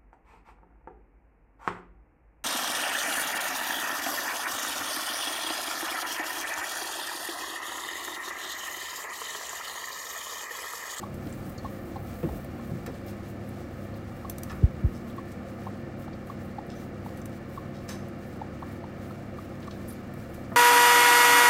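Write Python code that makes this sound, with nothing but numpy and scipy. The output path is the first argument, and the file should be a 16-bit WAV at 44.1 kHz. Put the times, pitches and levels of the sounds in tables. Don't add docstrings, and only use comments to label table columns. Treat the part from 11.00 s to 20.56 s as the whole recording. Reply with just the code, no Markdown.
import sys
import numpy as np
from scipy import signal
from scipy.fft import rfft, irfft, next_fast_len
from scipy.io import wavfile
from scipy.ndimage import map_coordinates

SR = 44100
rng = np.random.default_rng(int(sys.argv[2]) if len(sys.argv) > 2 else 0)


def output_pcm(signal):
    pcm = np.clip(np.atleast_2d(signal).T, -1, 1) * 32767
    wavfile.write(sys.argv[1], SR, np.round(pcm).astype(np.int16))


N = 421596


def amp(db):
    return 10 ** (np.asarray(db) / 20)


def unit(x):
    return x / np.sqrt(np.mean(x ** 2) + 1e-20)


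def along(points, hz):
    f, v = np.transpose(points)
    return np.interp(np.log(hz + 1), np.log(f + 1), v)


def resonances(modes, f):
    return np.sqrt(sum(amp(db) ** 2 / (1 + (2 * (f - hz) / width) ** 2) ** 2 for hz, width, db in modes))


def wobble(rate, size=N):
    values = rng.standard_normal(int(size * rate / SR) + 4)
    return map_coordinates(values, [np.arange(size) * rate / SR])


def filtered(x, response):
    padded = next_fast_len(len(x) + 8192)
    return irfft(rfft(x, padded) * response(np.fft.rfftfreq(padded, 1 / SR)), padded)[:len(x)]


def band(x, centre_hz, octaves):
    return unit(filtered(x, lambda hz: np.exp(-.5 * (np.log2((hz + 1) / centre_hz) / octaves) ** 2)))


def ringing_noise(size, modes, plain=0):
    return unit(filtered(rng.standard_normal(size), lambda f: np.hypot(plain, resonances(modes, f))))


def grains(size, rate, spread_db):
    cracks = (rng.random(size) < rate / SR) * rng.standard_normal(size)
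    return unit(cracks * amp(spread_db * rng.standard_normal(size).clip(-2, 2)))


def add(track, s, sound):
    start = max(round(s * SR), 0)
    track[start:start + len(sound)] += sound[:max(N - start, 0)]


# f/Hz, t60/s (t60 is the time a sound takes to fade by 60 dB)
ROOM_FADE = [(200, 0.4), (2000, 0.13), (14000, 0.1)]
def room(x):
    hz, t, spectrum = signal.stft(rng.standard_normal(SR // 2), SR, nperseg=256)
    fade = amp(-60 * t / along(ROOM_FADE, hz)[:, None])
    tail = signal.istft(spectrum * fade, SR, nperseg=256)[1]
    return signal.fftconvolve(x, tail / np.linalg.norm(tail))[:N]


# f/Hz, relative level/dB
HUM_TONES = [(74, -51), (100, -46), (119, -56.5), (139, -48), (199.5, -45.5), (234.5, -47.5), (254, -55),
             (317, -56), (351, -51), (703, -60.5), (763, -65.5), (1089, -70.5), (1771, -76)]
# f/Hz, relative level/dB
AIR_COLOUR = [(20, -14), (40, -5), (70, -9), (120, 0), (170, -1), (260, -0.5), (370, -1.5), (425, -13.5),
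              (470, -4.5), (800, -12.5), (980, -22), (2300, -21), (2560, -30), (2950, -29), (3150, -33.5),
              (5000, -36.5), (11000, -56), (16000, -48)]
# f/Hz, width/Hz, relative level/dB
FAN_CASE_MODES = [(473, 89, -3.5), (537, 60, 6.5), (678, 31, 3), (769, 34, -0.5), (1077, 72, -6.5),
                  (1185, 42, -2.5), (1271, 47, -2.5), (1324, 430, -7), (1716, 126, -9.5), (1770, 45, -3),
                  (1899, 31, -5.5), (2330, 94, -10), (2770, 110, -14.5), (4230, 320, -27)]
def fan():
    t = np.arange(N) / SR
    tones = np.zeros(N)
    for hz, db in HUM_TONES:
        strength = amp(db + 2.05 * wobble(7)) * np.sqrt(2)
        tones += strength * np.sin(2 * np.pi * hz * t + .9 * wobble(9))
    air = unit(filtered(rng.standard_normal(N), lambda hz: amp(along(AIR_COLOUR, hz))))
    return amp(-1.5) * tones + amp(-42.5) * air + amp(-50) * ringing_noise(N, FAN_CASE_MODES)


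# t/s, relative level/dB
HAND_SWAY = [(0.0, -56), (1.17, -48.5), (2.23, -60), (3.19, -52), (3.7, -48), (4.44, -64), (9.56, -76)]
def hand_rumble():
    level_db = np.interp(np.arange(N) / SR, *np.transpose(HAND_SWAY)) + 4
    return amp(level_db) * band(rng.standard_normal(N), centre_hz=74, octaves=.47)


# middle t/s, level/dB, top f/Hz, length/s
FOCUS_MOVES = [(0.034, -34, 810, .013), (0.04, -33.5, 1126, .016), (0.648, -31.5, 810, .009),
               (0.658, -33.5, 1097, .02), (0.965, -35, 803, .018), (0.967, -39, 1065, .016),
               (1.293, -35, 830, .011), (1.597, -43, 1050, .008), (3.248, -36, 825, .006),
               (3.253, -36, 1115, .016), (4.1875, -33.5, 1110, .018), (4.670, -31, 835, .006),
               (4.674, -34, 1075, .011), (5.083, -37, 825, 0.009), (5.303, -33.5, 1134, .013),
               (5.588, -29, 815, 0.012), (6.065, -33.5, 865, .007), (6.58, -31, 1120, .013),
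               (7.419, -28.5, 844, .011), (7.625, -34.5, 940, .006), (7.630, -34.5, 1090, .008),
               (7.843, -35, 940, .0086), (8.11, -43, 1310, .012), (8.390, -36.5, 1190, .012),
               (8.681, -37.5, 1160, .015)]
# f/Hz, width/Hz, relative level/dB
GEAR_MODES = [(3540, 510, 1), (4230, 400, 1)]
def focus_motor():
    out = np.zeros(N)
    for s, db, hz, length in FOCUS_MOVES:
        progress = np.linspace(-1, 1, int(length * SR))
        size = len(progress)
        pitch = hz * (1 - .07 * progress ** 2)
        whirr = amp(db) * np.sin(2 * np.pi * np.cumsum(pitch) / SR)
        rattle = amp(-47.5) * band(rng.standard_normal(size), centre_hz=860, octaves=.44)
        gears = amp(-62) * ringing_noise(size, GEAR_MODES)
        add(out, s - length / 2, signal.windows.tukey(size, .61) * (whirr + rattle + gears))
    return out


# t/s, level/dB
FUR_LEVELS = [(0.0, -77), (0.62, -75), (0.76, -65), (0.94, -67), (1.08, -66), (1.37, -61), (1.55, -73),
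              (2.2, -90)]
def fur_brush():
    level_db = np.interp(np.arange(N) / SR, *np.transpose(FUR_LEVELS)) + 1.8 * wobble(28)
    return amp(level_db) * band(rng.standard_normal(N), centre_hz=14700, octaves=.14)


# t/s, relative level/dB
BUSTLE_LEVELS = [(0.0, -64.5), (1.3, -61.5), (1.49, -65), (3.03, -69), (3.33, -64.5), (4.66, -72.5),
                 (9.56, -70.5)]
# middle t/s, level/dB, length/s
CHIP_STIRS = [(.03, -62, 0.069), (0.328, -58.5, 0.33), (0.5, -55, 0.11), (0.732, -59, 0.12),
              (.88, -58, 0.073), (1.095, -58.5, 0.18), (1.22, -58, 0.2), (1.358, -54, 0.12),
              (1.665, -58, .08), (1.747, -62, 0.16), (2.092, -51.5, 0.056), (2.293, -59, 0.092),
              (2.494, -65, 0.11), (2.61, -63, .08), (2.818, -63, 0.18), (2.967, -64, .06),
              (3.17, -63, 0.15), (3.304, -60, .06), (3.53, -61, .22), (3.94, -63.5, 0.24), (4.1, -60, 0.06),
              (4.302, -62.5, 0.12), (4.5, -64, 0.09), (4.635, -62.5, 0.16), (5.02, -58, 0.077),
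              (5.298, -62, 0.092), (5.45, -62.5, .13), (5.82, -59, 0.12), (6.078, -58, 0.073),
              (6.187, -61, 0.12), (6.357, -61, .06), (6.545, -60, .13), (6.88, -66, 0.17),
              (7.284, -62, 0.17), (7.714, -61, 0.14), (8.077, -61, 0.16), (8.42, -59, 0.083),
              (8.762, -65, 0.43), (9.21, -61, 0.13), (9.366, -60.5, 0.16), (9.54, -63, 0.11)]
# f/Hz, relative level/dB
CRACKLE_COLOUR = [(1500, 4.5), (3000, 1.5), (4000, 0.5), (5200, -1), (7500, -2.5), (10000, -9.5),
                  (16000, -49)]
# f/Hz, relative level/dB
HISS_COLOUR = [(4000, -22), (8000, -4), (11500, -3), (13000, -1), (14500, 1), (16000, 1.5)]
def bedding():
    def texture(colour, grainy):
        noise = rng.standard_normal(N) + grainy * grains(N, rate=500, spread_db=4)
        return unit(filtered(noise, lambda hz: amp(along(colour, hz))))

    t = np.arange(N) / SR
    bustle = amp(np.interp(t, *np.transpose(BUSTLE_LEVELS)) + .5 + 1.5 * wobble(19))
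    puffs = sum(amp(db) ** 2 * np.exp(-(2.67 * (t - s) / length) ** 2) for s, db, length in CHIP_STIRS)
    catch_and_slip = amp(1.6 * wobble(90))
    hiss = np.sqrt(bustle ** 2 + puffs) * catch_and_slip
    crackle = amp(-60 + 1.6 * wobble(22)) * (hiss / amp(-60)) ** .39
    return crackle * texture(CRACKLE_COLOUR, grainy=.47) + hiss * texture(HISS_COLOUR, grainy=.28)


# t/s, level/dB, rough f/Hz, pitch fall/s, fade/s
TUB_BUMPS = [(.269, -32, 289, 0.23, .012), (.472, -34, 189, 0.32, .025), (1.236, -29.5, 490, 0.23, .012),
             (1.246, -26.5, 335, 0.4, 0.026), (1.243, -23, 160, 0.22, 0.017), (1.255, -24, 131, .1, 0.0054),
             (1.271, -25.5, 219, 0.096, 0.011), (1.294, -32, 85.6, 0.11, 0.056),
             (1.360, -31, 190, .05, 0.0062), (1.718, -24, 135, 0.21, 0.01), (1.736, -25.5, 165, 0.3, 0.01),
             (1.751, -28, 151, 0.18, 0.02), (1.908, -35, 227, 0.061, 0.021),
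             (3.628, -25.5, 388, 0.0292, 0.0076), (3.642, -6.5, 100.4, 0.0204, 0.014),
             (3.741, -31, 171, 0.023, 0.0063), (3.842, -30, 331.4, 0.031, 0.0055),
             (3.850, -13, 98.8, .028, 0.021), (9.5218, -28.5, 231, 0.069, 0.008),
             (9.522, -32, 520, 0.071, 0.0067)]
def bumps():
    lead_s = .03
    out, t = np.zeros(N), np.arange(SR // 4) / SR - lead_s
    for s, db, hz, fall, fade in TUB_BUMPS:
        rise = .242 * fade
        pitch = hz * (.361 + .654 * np.exp(-np.maximum(t, -3 * rise) / (fall / 2)))
        thud = amp(db) * np.sin(2 * np.pi * np.cumsum(pitch) / SR)
        rattle = amp(-36 + .2 * db) * band(rng.standard_normal(len(t)), centre_hz=235, octaves=.82)
        swelling = np.exp(-np.abs(t / rise / 1.37) ** 1.12)
        fading = np.exp(-np.abs(t / fade) ** 1.4)
        add(out, s - lead_s, np.where(t < 0, swelling, fading) * (thud + rattle))
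    return out


# t/s, level/dB
CHIP_FLICKS = [(6.889, -52.5)]
# f/Hz, relative level/dB, t60/s
CLINK_TONES = [(3768, -1, .22), (5206, -1, .2), (5700, 0, .12), (6175, 3, .36), (6620, -7, .26),
               (8200, -8, .2), (9884, -12, .22), (12060, -8, .2)]
def clinks():
    out, t = np.zeros(N), np.arange(SR // 2) / SR
    onset = 1 - np.exp(-t / .001)
    for s, db in CHIP_FLICKS:
        for hz, tone_db, t60 in CLINK_TONES:
            tone = np.sin(2 * np.pi * hz * t + 1.1 * wobble(110, len(t)))
            add(out, s, onset * amp(db + tone_db - 60 * t / t60) * tone)
    return out


# t/s, level/dB, centre f/Hz, rise/s, t60/s, grains per second
PAW_SCUFFS = [(1.229, -38.5, 480, 0.0046, 0.14, 8400), (1.227, -49, 1450, 0.0033, .1, 8100),
              (1.30, -45, 300, .015, .3, 10000), (1.861, -43.5, 1280, 0.002, 0.098, 9000),
              (1.863, -55, 4200, .003, 0.13, 4000), (1.872, -37, 330, .008, 0.13, 10300),
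              (2.079, -52, 3800, 0.0042, 0.07, 3000), (3.491, -42, 1200, 0.009, 0.24, 9000),
              (3.486, -52, 4500, 0.0068, 0.17, 2500), (3.93, -59, 5000, 0.03, .2, 850),
              (5.691, -56.5, 3870, 0.0094, 0.32, 820), (6.729, -57.5, 3880, 0.03, .25, 600),
              (6.879, -51, 5000, .008, .06, 5000), (6.889, -47, 5300, 0.0012, 0.36, 3200),
              (6.8885, -54, 11000, .002, .24, 2500), (6.888, -44, 1300, 0.003, 0.37, 9400),
              (6.900, -53, 2900, .012, .25, 3300), (8.626, -55, 2980, 0.0025, 0.091, 3000),
              (8.707, -53.5, 3180, .003, 0.17, 3000), (8.876, -51.5, 12000, 0.0055, 0.26, 5000),
              (8.897, -58, 4800, .008, .12, 1500), (9.516, -36, 780, 0.004, 0.06, 8500)]
# f/Hz, width/Hz, relative level/dB
TUB_MODES = [(1140, 250, -1), (1680, 130, 0), (2370, 200, 3), (3800, 400, 2.5), (4900, 300, 0),
             (5270, 400, 3.5), (6230, 220, -4), (8270, 180, 0), (12200, 700, 3)]
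def scuffs():
    out, t = np.zeros(N), np.arange(SR // 2) / SR
    for s, db, hz, rise, t60, rate in PAW_SCUFFS:
        stroke = np.minimum(t / rise, 1) * amp(db - 60 * np.maximum(t - rise, 0) / t60)
        chips = grains(len(t), rate, spread_db=3)
        in_tub = filtered(chips, lambda f: np.hypot(1, resonances(TUB_MODES, f)))
        add(out, s, stroke * band(in_tub, hz, octaves=.72))
    return out


# t/s, length/s, level/dB, starting f/Hz, held f/Hz
MOUSE_SQUEAKS = [(0.579, 0.007, -46, 7200, 6350), (0.5812, 0.0074, -43.5, 5380, 3930),
                 (0.584, .014, -50, 4600, 4200), (8.884, .026, -44.5, 13300, 9770),
                 (8.924, .012, -47, 11500, 11650)]
def squeaks():
    slide_s, fade_db = .0028, 7.5
    out = np.zeros(N)
    for s, length, db, start_hz, held_hz in MOUSE_SQUEAKS:
        t = np.arange(int(length * SR)) / SR
        pitch = held_hz + (start_hz - held_hz) * np.exp(-t / slide_s)
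        roughness = 1 + .036 * wobble(1380, len(t))
        whistle = np.sin(2 * np.pi * np.cumsum(pitch * roughness) / SR)
        add(out, s, amp(db - fade_db * t / length) * signal.windows.tukey(len(t), .15) * whistle)
    return out


def settling_ticks(count):
    return [(when * N / SR, -60 + 4 * (size - .5), 8500 * 2 ** (1.5 * (pitch - .5)), .5, .014)
            for when, size, pitch in rng.random((count, 3))]


# t/s, relative level/dB, centre f/Hz, width/octaves, t60/s
CHIP_SNAPS = [(.140, -47, 12000, 0.86, 0.046), (.269, -45, 3500, 0.44, 0.027), (.293, -50, 8200, .25, .02),
              (0.325, -40, 7950, .22, 0.017), (1.445, -42, 12000, .5, .016), (1.862, -38, 6500, 1.6, 0.028),
              (2.065, -45, 14000, .2, .014), (2.300, -49, 11500, .6, .02), (2.484, -50, 11500, .5, .008),
              (2.491, -42, 11500, 0.44, .008), (2.940, -49, 4000, .3, .03), (3.517, -47, 8000, .8, .008),
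              (4.098, -50, 3450, .15, .03), (4.165, -49, 13500, .25, .012), (4.317, -47.5, 7000, 0.85, .04),
              (5.128, -51, 4000, 0.33, 0.069), (5.270, -49, 10000, 0.87, .025),
              (5.665, -53, 12000, 0.59, .03), (5.752, -56, 6050, .06, .2), (6.1735, -46, 10500, .5, .015),
              (6.216, -46, 6200, .3, .017), (6.2562, -35.5, 11500, .9, 0.017), (6.295, -51, 8000, .5, .012),
              (6.890, -41, 5500, .9, .02), (6.908, -41, 5500, .7, .006), (7.084, -45, 12000, .6, .01),
              (8.603, -50, 6500, .5, .015), (8.627, -47, 3200, 0.46, .025), (8.673, -48, 5000, 0.76, .02),
              (8.709, -43.5, 3900, 0.45, 0.033), (9.138, -45, 12000, 0.69, .015),
              (9.341, -47.5, 10900, 0.76, .049)]
# f/Hz, width/Hz, relative level/dB
CHIP_MODES = [(4230, 500, 3), (6070, 210, 7), (7400, 350, 4), (8740, 350, 2), (9230, 500, -3),
              (10900, 300, -9), (13150, 550, 3), (14000, 350, 6), (15600, 450, 1)]
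def snaps():
    ring_t60_s = .072
    out, t = np.zeros(N), np.arange(SR // 4) / SR
    for s, db, hz, octaves, t60 in CHIP_SNAPS + settling_ticks(count=44):
        crack = band(ringing_noise(len(t), CHIP_MODES, plain=1), hz, octaves)
        ring = band(ringing_noise(len(t), CHIP_MODES), hz, octaves)
        knock = amp(-9) * band(rng.standard_normal(len(t)), centre_hz=2400, octaves=.86)
        onset = 1 - np.exp(-t / (.059 * t60))
        burst = amp(-60 * t / t60) * (crack + knock)
        tail = amp(-34 - 60 * t / ring_t60_s) * ring
        add(out, s, amp(db + 1) * onset * (burst + tail))
    return out


# t/s, level/dB, centre f/Hz, t60/s, ring level against the crack/dB
HUSK_BITES = [(3.2970, -30, 11000, 0.017, -16), (3.3826, -36, 9500, 0.016, -28),
              (3.433, -34, 8300, 0.016, -30)]
# f/Hz, width/Hz, relative level/dB
HUSK_MODES = [(4350, 500, 1), (6100, 600, 6), (7150, 500, 3), (8100, 400, 1), (8900, 450, 3),
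              (9650, 400, 2), (11100, 700, 2), (13100, 600, 10), (14100, 500, 7), (15600, 400, 4)]
def bites():
    rise_s, ring_t60_s = .0012, .085
    out, t = np.zeros(N), np.arange(SR // 5) / SR
    for s, db, hz, t60, ring_db in HUSK_BITES:
        crack = band(ringing_noise(len(t), HUSK_MODES, plain=.8), hz, octaves=1.1)
        low_snap = amp(-14) * band(rng.standard_normal(len(t)), centre_hz=2000, octaves=.8)
        ring = unit(sum(amp(mode_db) * np.sin(2 * np.pi * mode_hz * t + .8 * wobble(150, len(t)))
                        for mode_hz, _, mode_db in HUSK_MODES))
        since_peak = np.maximum(t - rise_s, 0)
        burst = amp(-60 * since_peak / t60) * (crack + low_snap)
        tail = amp(ring_db - 60 * since_peak / ring_t60_s) * ring
        add(out, s, amp(db) * np.minimum(t / rise_s, 1) * (burst + tail))
    return out


def scene():
    clicks, gnawing, calls = snaps(), bites(), squeaks()
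    scrapes = scuffs() + clinks()
    motor = focus_motor()
    echo = room(amp(-7) * clicks + amp(-10) * gnawing + amp(-6) * calls
                + amp(-2.5) * scrapes + amp(-15.5) * motor)
    mice = clicks + gnawing + calls + scrapes + bedding() + fur_brush()
    return (mice + echo + bumps() + motor + hand_rumble() + fan())[None]


def record(dry):
    top_hz = 15800
    return filtered(dry[0], lambda hz: hz < top_hz)[None]


dry = scene()
out = record(dry)
output_pcm(out)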